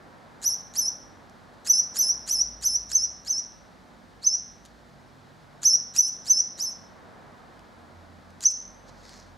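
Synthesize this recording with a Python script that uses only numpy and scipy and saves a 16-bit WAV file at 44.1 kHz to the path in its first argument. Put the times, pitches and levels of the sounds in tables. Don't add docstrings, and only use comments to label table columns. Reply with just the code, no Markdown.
import sys
import numpy as np
from scipy import signal
from scipy.fft import rfft, irfft, next_fast_len
from scipy.io import wavfile
from scipy.ndimage import uniform_filter1d

SR = 44100
rng = np.random.default_rng(int(sys.argv[2]) if len(sys.argv) > 2 else 0)


def put_to_file(sound):
    columns = np.atleast_2d(sound).T
    safe = np.clip(columns, -1, 1)
    whole_steps = np.round(safe * 32767)
    wavfile.write(sys.argv[1], SR, whole_steps.astype(np.int16))


N = 413216
TIME = np.arange(N) / SR


def from_db(db):
    return 10 ** (np.asarray(db) / 20)


def rms_one(x):
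    return x / np.sqrt(np.mean(x ** 2) + 1e-20)


def at_hz(points, size=N):
    hz, value = np.transpose(points)
    return np.interp(np.log(np.fft.rfftfreq(size, 1 / SR) + 1), np.log(hz), value)


def noise(colour):
    return rms_one(irfft(rfft(rng.standard_normal(N)) * from_db(at_hz(colour)), N))


def drift(rate_hz):
    hz = np.fft.rfftfreq(N, 1 / SR)
    return rms_one(irfft(rfft(rng.standard_normal(N)) / (1 + (hz / rate_hz) ** 2), N))


def hump(t, width_s):
    return np.exp(-(t / width_s) ** 2)


# frequency in Hz, relative level of the background noise in dB.
AIR_COLOUR = [(18, -40.5), (30, -17), (90, -10), (160, -7), (243, -6.5), (389, -12), (673, -10), (728, -10),
              (830, -11.5), (1680, -15.5), (2690, -28.5), (3980, -26.5), (4660, -28.5), (6720, -35),
              (15500, -50)]
# frequency in Hz, how alike left and right are (1 means the same).
AIR_LIKENESS = [(40, 0.66), (90, 0.29), (180, 0.24), (350, 0.28), (700, 0.67), (1400, 0.093), (3000, 0.85),
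                (12000, 0.89)]
# frequency in Hz, how much louder the left is than the right in dB.
AIR_LEFT_DB = [(40, -5), (180, -1.1), (700, -1.5), (1400, 0), (12000, 0.5)]
# time in seconds, traffic level in dB (only its rise and fall count).
TRAFFIC_SWELL = [(0.0, -54), (1.72, -56), (2.11, -53.5), (2.66, -58), (3.91, -57.5), (4.46, -59.5),
                 (5.51, -57.5), (6.5, -57.5), (7.12, -53), (8.61, -58), (8.9, -55), (9.37, -57.5)]

def traffic(level_db=-51.5, rumble_follow=.45):
    swell_db = np.interp(TIME, *np.transpose(TRAFFIC_SWELL))
    swell_db -= swell_db.mean()
    alike = at_hz(AIR_LIKENESS)
    mid, side = rfft(rng.standard_normal((2, N)))
    sides = np.array([[1], [-1]])
    air = np.sqrt(1 + alike) * mid + sides * np.sqrt(1 - alike) * side
    air *= from_db(at_hz(AIR_COLOUR) + sides * at_hz(AIR_LEFT_DB) / 2)
    low, high = at_hz([(300, 1), (500, 0)]), at_hz([(1200, 0), (4000, 1)])
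    rumble, wash, hiss = (irfft(air * share, N) for share in (low, 1 - low - high, high))
    swelling = rumble * from_db(rumble_follow * swell_db) + wash * from_db(swell_db) + hiss
    return from_db(level_db) * swelling / np.std(rumble + wash + hiss)


# time in seconds, firings per second.
IDLE_SPEED = [(0, 47.83), (6.6, 47.1), (9.37, 45.35)]
IDLE_TONES_DB = [-69.5, -66, -71.5]
# pitch in Hz, level in dB.
HUM_TONES = [(187, -67), (235, -65.5)]
# time of the peak in seconds, width in seconds, pitch in Hz, level in dB.
DRONE_SWELLS = [(2.68, 0.66, 58.2, -54.5), (4.45, 0.61, 55.9, -61), (5.458, .75, 139.3, -61),
                (8.104, 0.37, 86.55, -54.5), (8.901, .8, 45.4, -60.5), (9.3, .25, 89, -60)]

def engines(waver=.012, flutter_db=2.0):
    def tone(hz, level_db):
        gain = from_db(level_db + flutter_db * drift(4.3))
        phase = 2 * np.pi * np.cumsum(hz * (1 + waver * drift(6))) / SR
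        return gain * np.sqrt(2) * np.sin(phase)
    firing_hz = np.interp(TIME, *np.transpose(IDLE_SPEED))
    idle = sum(tone(k * firing_hz, db) for k, db in enumerate(IDLE_TONES_DB, 1))
    hum = sum(tone(hz, db) for hz, db in HUM_TONES)
    drones = sum(tone(hz, db) * hump(TIME - at, width_s) for at, width_s, hz, db in DRONE_SWELLS)
    return (idle + hum + drones) * from_db([[-1.5], [1.2]])


LOWEST_HZ, RASP_HZ, DIP_HZ, SECOND_CREST_HZ = 4082, 4640, 5268, 5950

def chirp_pitch(t, rise_s, second_s, crest_hz, curve=1.8, drop_s=.0155, upturn_s=.022):
    climb = crest_hz - (crest_hz - RASP_HZ) * np.abs(t / rise_s) ** curve
    drop = (crest_hz - DIP_HZ) * hump(t, drop_s)
    upturn = (SECOND_CREST_HZ - DIP_HZ) * hump(t - second_s, upturn_s)
    return np.where(t < 0, np.maximum(climb, LOWEST_HZ), DIP_HZ + drop + upturn)


def voicing_db(t, on_s, off_s, attack_db_per_s=1004.5, release_db_per_s=802.5):
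    return -attack_db_per_s * np.maximum(on_s - t, 0) - release_db_per_s * np.maximum(t - off_s, 0)


def rasp_shape(t, hold_s=.005, build_db_per_s=754, fade_db_per_s=950.5, creak_hz=248, depth=.6):
    before = np.maximum(-t - hold_s, 0)
    creak = 1 + depth * np.sin(2 * np.pi * creak_hz * before)
    return creak * from_db(voicing_db(t, -hold_s, hold_s, build_db_per_s, fade_db_per_s))


# frequency in Hz, relative level of the rasp in dB.
RASP_COLOUR = [(700, -34), (1200, -15), (1700, -6.5), (2280, -20.5), (3100, -13), (3650, -15), (4600, -15),
               (5500, -10.5), (6850, 2.5), (8100, -7), (9300, -14), (12400, -20.5), (15500, -33)]

def rasp(crackle_db=5.0):
    return noise(RASP_COLOUR) * rms_one(from_db(crackle_db * drift(450)))


# frequency in Hz, relative level of the breath in dB.
BREATH_COLOUR = [(1500, -21), (2900, -13), (3600, -13.5), (4700, -7), (6600, 8), (7300, 2), (8000, 1.5),
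                 (9100, -3), (10000, -1.5), (12000, -3), (13300, -27.5), (15500, -23.5)]

def husky_edge(phase, breath_db=-1.5, flutter_db=9):
    half_phase = phase / 2 + 1.3 * drift(240)
    half_tones = np.sin(phase + half_phase) + 0.27 * np.sin(half_phase)
    patches = rms_one(from_db(flutter_db * np.tanh(drift(60) - .5)))
    return (from_db(breath_db) * noise(BREATH_COLOUR) + half_tones) * patches


# time of the crest in seconds; seconds from rasp to crest, from first push of air to crest
# and from crest to second crest; crest pitch in Hz; whistle level in dB in the dip, at the crest and
# at the second crest; level in dB of the octave (a tone at twice the pitch) and of the rasp.
CHIRP_NOTES = [ (0.481, 0.042, 0.021, 0.066, 6093, -30.5, -20.5, -28.5, -37, -38.5),
               (0.798, 0.037, 0.012, 0.094, 6100, -29.5, -22, -25.5, -36.5, -39.5),
               (1.713, .042, .015, 0.093, 6060, -25.5, -11.5, -19, -36, -35),
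               (2.014, 0.048, 0.025, 0.1, 6110, -26.5, -19, -21.5, -33.5, -34.5),
               (2.333, 0.046, 0.023, 0.091, 6170, -27.5, -21.5, -20, -38.5, -34.5),
               (2.671, 0.036, 0.017, 0.098, 6100, -29, -19.5, -20.5, -36, -36.5),
               (2.963, 0.046, 0.011, .089, 6225, -28.5, -15, -24.5, -49, -37),
               (3.314, 0.042, 0.013, 0.085, 6205, -29.5, -20.5, -28, -53.5, -43.5),
               (4.274, .036, 0.01, .083, 6150, -28, -13, -20.5, -52.5, -51),
               (5.68, 0.041, .027, 0.079, 6226, -23.5, -16, -17, -39.5, -37.5),
               (6.006, 0.045, 0.022, 0.092, 6034, -27.5, -12, -28.5, -37.5, -35),
               (6.316, .044, 0.015, .095, 6174, -25.5, -11, -20, -46, -39.5),
               (6.642, 0.048, 0.013, 0.08, 6175, -31, -30, -46.5, -47.5, -43),
               (8.470, 0.034, 0.016, 0.061, 6170, -25.5, -10.5, -42, -54, -35.5)]

def chirps(climb_db=-30.5, loss_db_per_khz=5.5, octave_fade_db_per_s=90, lead_in_db=-55, creak_s=.023):
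    pitch, gains = np.full(N, float(DIP_HZ)), np.zeros((4, N))
    for at, rise_s, push_s, second_s, crest_hz, *levels in CHIRP_NOTES:
        dip_db, crest_db, second_db, octave_db, rasp_db = levels
        i = np.arange(int((at - .1) * SR), int((at + .15) * SR))
        t = i / SR - at
        since_rasp = t + rise_s
        begun = since_rasp > -creak_s
        pitch[i] = chirp_pitch(t, rise_s, second_s, crest_hz)
        push = (np.tanh((t + push_s) / .0035) - np.tanh((t - .0084) / .0057)) / 2
        second_push = hump(t - second_s + .011, .013)
        relaxed = 1 - push - second_push
        below_dip_khz = np.maximum(DIP_HZ - pitch[i], 0) / 1000
        relaxed_db = np.where(t < 0, climb_db - loss_db_per_khz * below_dip_khz, dip_db)
        whistle_db = relaxed * relaxed_db + push * crest_db + second_push * second_db
        whistle = from_db(whistle_db + voicing_db(t, .009 - rise_s, second_s))
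        whistle += from_db(lead_in_db) * hump(since_rasp, .018) * begun
        octave_db -= octave_fade_db_per_s * np.maximum(t, 0)
        octave = from_db(octave_db + voicing_db(t, .011 - rise_s, second_s - .021))
        rattle = from_db(rasp_db) * rasp_shape(since_rasp) * begun
        flare_db, ease_db = 11 * hump(since_rasp - .003, .002), 10 * relaxed * (t > 0)
        husk = from_db(rasp_db - 10 + flare_db - ease_db + voicing_db(t, -rise_s, second_s - .018))
        gains[:, i] += [whistle, octave, rattle, husk]
    return pitch, *gains


def chick(wobble=.003, jitter=.0021, slack_jitter=.088, lock_db=-41, shimmer_db=2.1, octave_shimmer_db=3):
    pitch, whistle, octave, rattle, husk = chirps()
    slack = 1 / (1 + whistle / from_db(lock_db))
    waver = wobble * drift(60) + (jitter + slack_jitter * slack ** 2) * drift(300)
    phase = 2 * np.pi * np.cumsum(pitch * (1 + waver)) / SR
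    tone = whistle * from_db(shimmer_db * drift(120)) * np.sqrt(2) * np.sin(phase)
    overtone = octave * from_db(octave_shimmer_db * drift(150)) * np.sqrt(2) * np.sin(2 * phase)
    return tone + overtone + rattle * rasp() + husk * husky_edge(phase)


def room(x, ring_s=.45, tail_db=-10.0, early_db=-12.5, early_s=.012, width=.16):
    t = np.arange(int(.7 * SR)) / SR
    tail = from_db(-60 * t / ring_s) * np.clip((t - .005) / .0077, 0, 1)
    early = np.exp(-t / early_s) * (t > .002)
    envelope = np.hypot(from_db(tail_db) * tail / np.linalg.norm(tail),
                        from_db(early_db) * early / np.linalg.norm(early))
    mid, side = rng.standard_normal((2, len(t))) * envelope
    # frequency in Hz, echo boost or cut in dB.
    walls = [(1500, -14), (4000, 4.5), (6200, 0.0), (8000, -7), (11000, -11), (15000, -19)]
    size = next_fast_len(N + len(t))
    response = rfft([mid + width * side, mid - width * side], size) * from_db(at_hz(walls, size))
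    return irfft(rfft(x, size) * response, size)[:, :N]


# start in seconds, level in dB before the boost, seconds to fade by 40 dB.
TICK_BURSTS = [(0.7393, -48, 0.0035), (1.297, -55.5, 0.0045), (1.539, -65, .005), (4.6516, -53, 0.0092),
               (4.658, -53.5, 0.021), (7.5937, -56, 0.0044), (8.3042, -60.5, 0.011), (8.4072, -42, 0.0084),
               (9.093, -53.5, 0.015)]
# frequency in Hz, relative level of the ticks in dB.
TICK_NOISE = [(900, -20), (2000, -5.5), (4000, 2.5), (7000, 1), (10000, -4.5), (15500, -23.5)]

def ticks(boost_db=6.0):
    envelope = np.zeros(N)
    for at, level_db, ring_s in TICK_BURSTS:
        i = slice(int(at * SR), int(at * SR) + SR // 10)
        age = TIME[i] - TIME[i][0]
        envelope[i] += from_db(level_db + boost_db - 40 * age / ring_s)
    return envelope * noise(TICK_NOISE)


# time of the peak in seconds, width in seconds, level in dB.
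HISS_SWELLS = [(8.887, 0.018, -57), (9.113, 0.12, -53.5)]
# frequency in Hz, relative level of the hiss in dB.
HISS_COLOUR = [(900, -17), (2000, 3), (3000, -9), (4300, 7), (6500, 4.5), (8200, -7.5), (10500, -14),
               (15500, -27)]

def soft_hiss(grain_db=3.0):
    envelope = sum(from_db(db) * hump(TIME - at, width_s) for at, width_s, db in HISS_SWELLS)
    return envelope * noise(HISS_COLOUR) * rms_one(from_db(grain_db * drift(200)))


def microphones(x, right_lead_samples=0.12, pan_db=1.0):
    phase_lead = 2 * np.pi * np.fft.rfftfreq(N) * right_lead_samples
    sides = np.array([[-.5], [.5]])
    return irfft(rfft(x) * np.exp(1j * sides * phase_lead), N) * from_db(sides * pan_db)


def scene():
    close = chick() + ticks() + soft_hiss()
    return microphones(close + room(close)) + traffic() + engines()


def record(dry, ceiling_db=-8.0, release_db_per_s=36.5, low_cut_hz=38.0, high_cut_hz=15600):
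    heard = signal.sosfilt(signal.butter(6, low_cut_hz, "high", fs=SR, output="sos"), dry)
    over_db = np.maximum(20 * np.log10(np.abs(heard).max(axis=0) + 1e-9) - ceiling_db, 0)
    release_db = release_db_per_s * TIME
    cut_db = uniform_filter1d(np.maximum.accumulate(over_db + release_db) - release_db, size=64)
    treble_cut = signal.ellip(10, .1, 80, high_cut_hz, fs=SR, output="sos")
    return signal.sosfilt(treble_cut, heard * from_db(-cut_db))


dry = scene()
out = record(dry)
put_to_file(out)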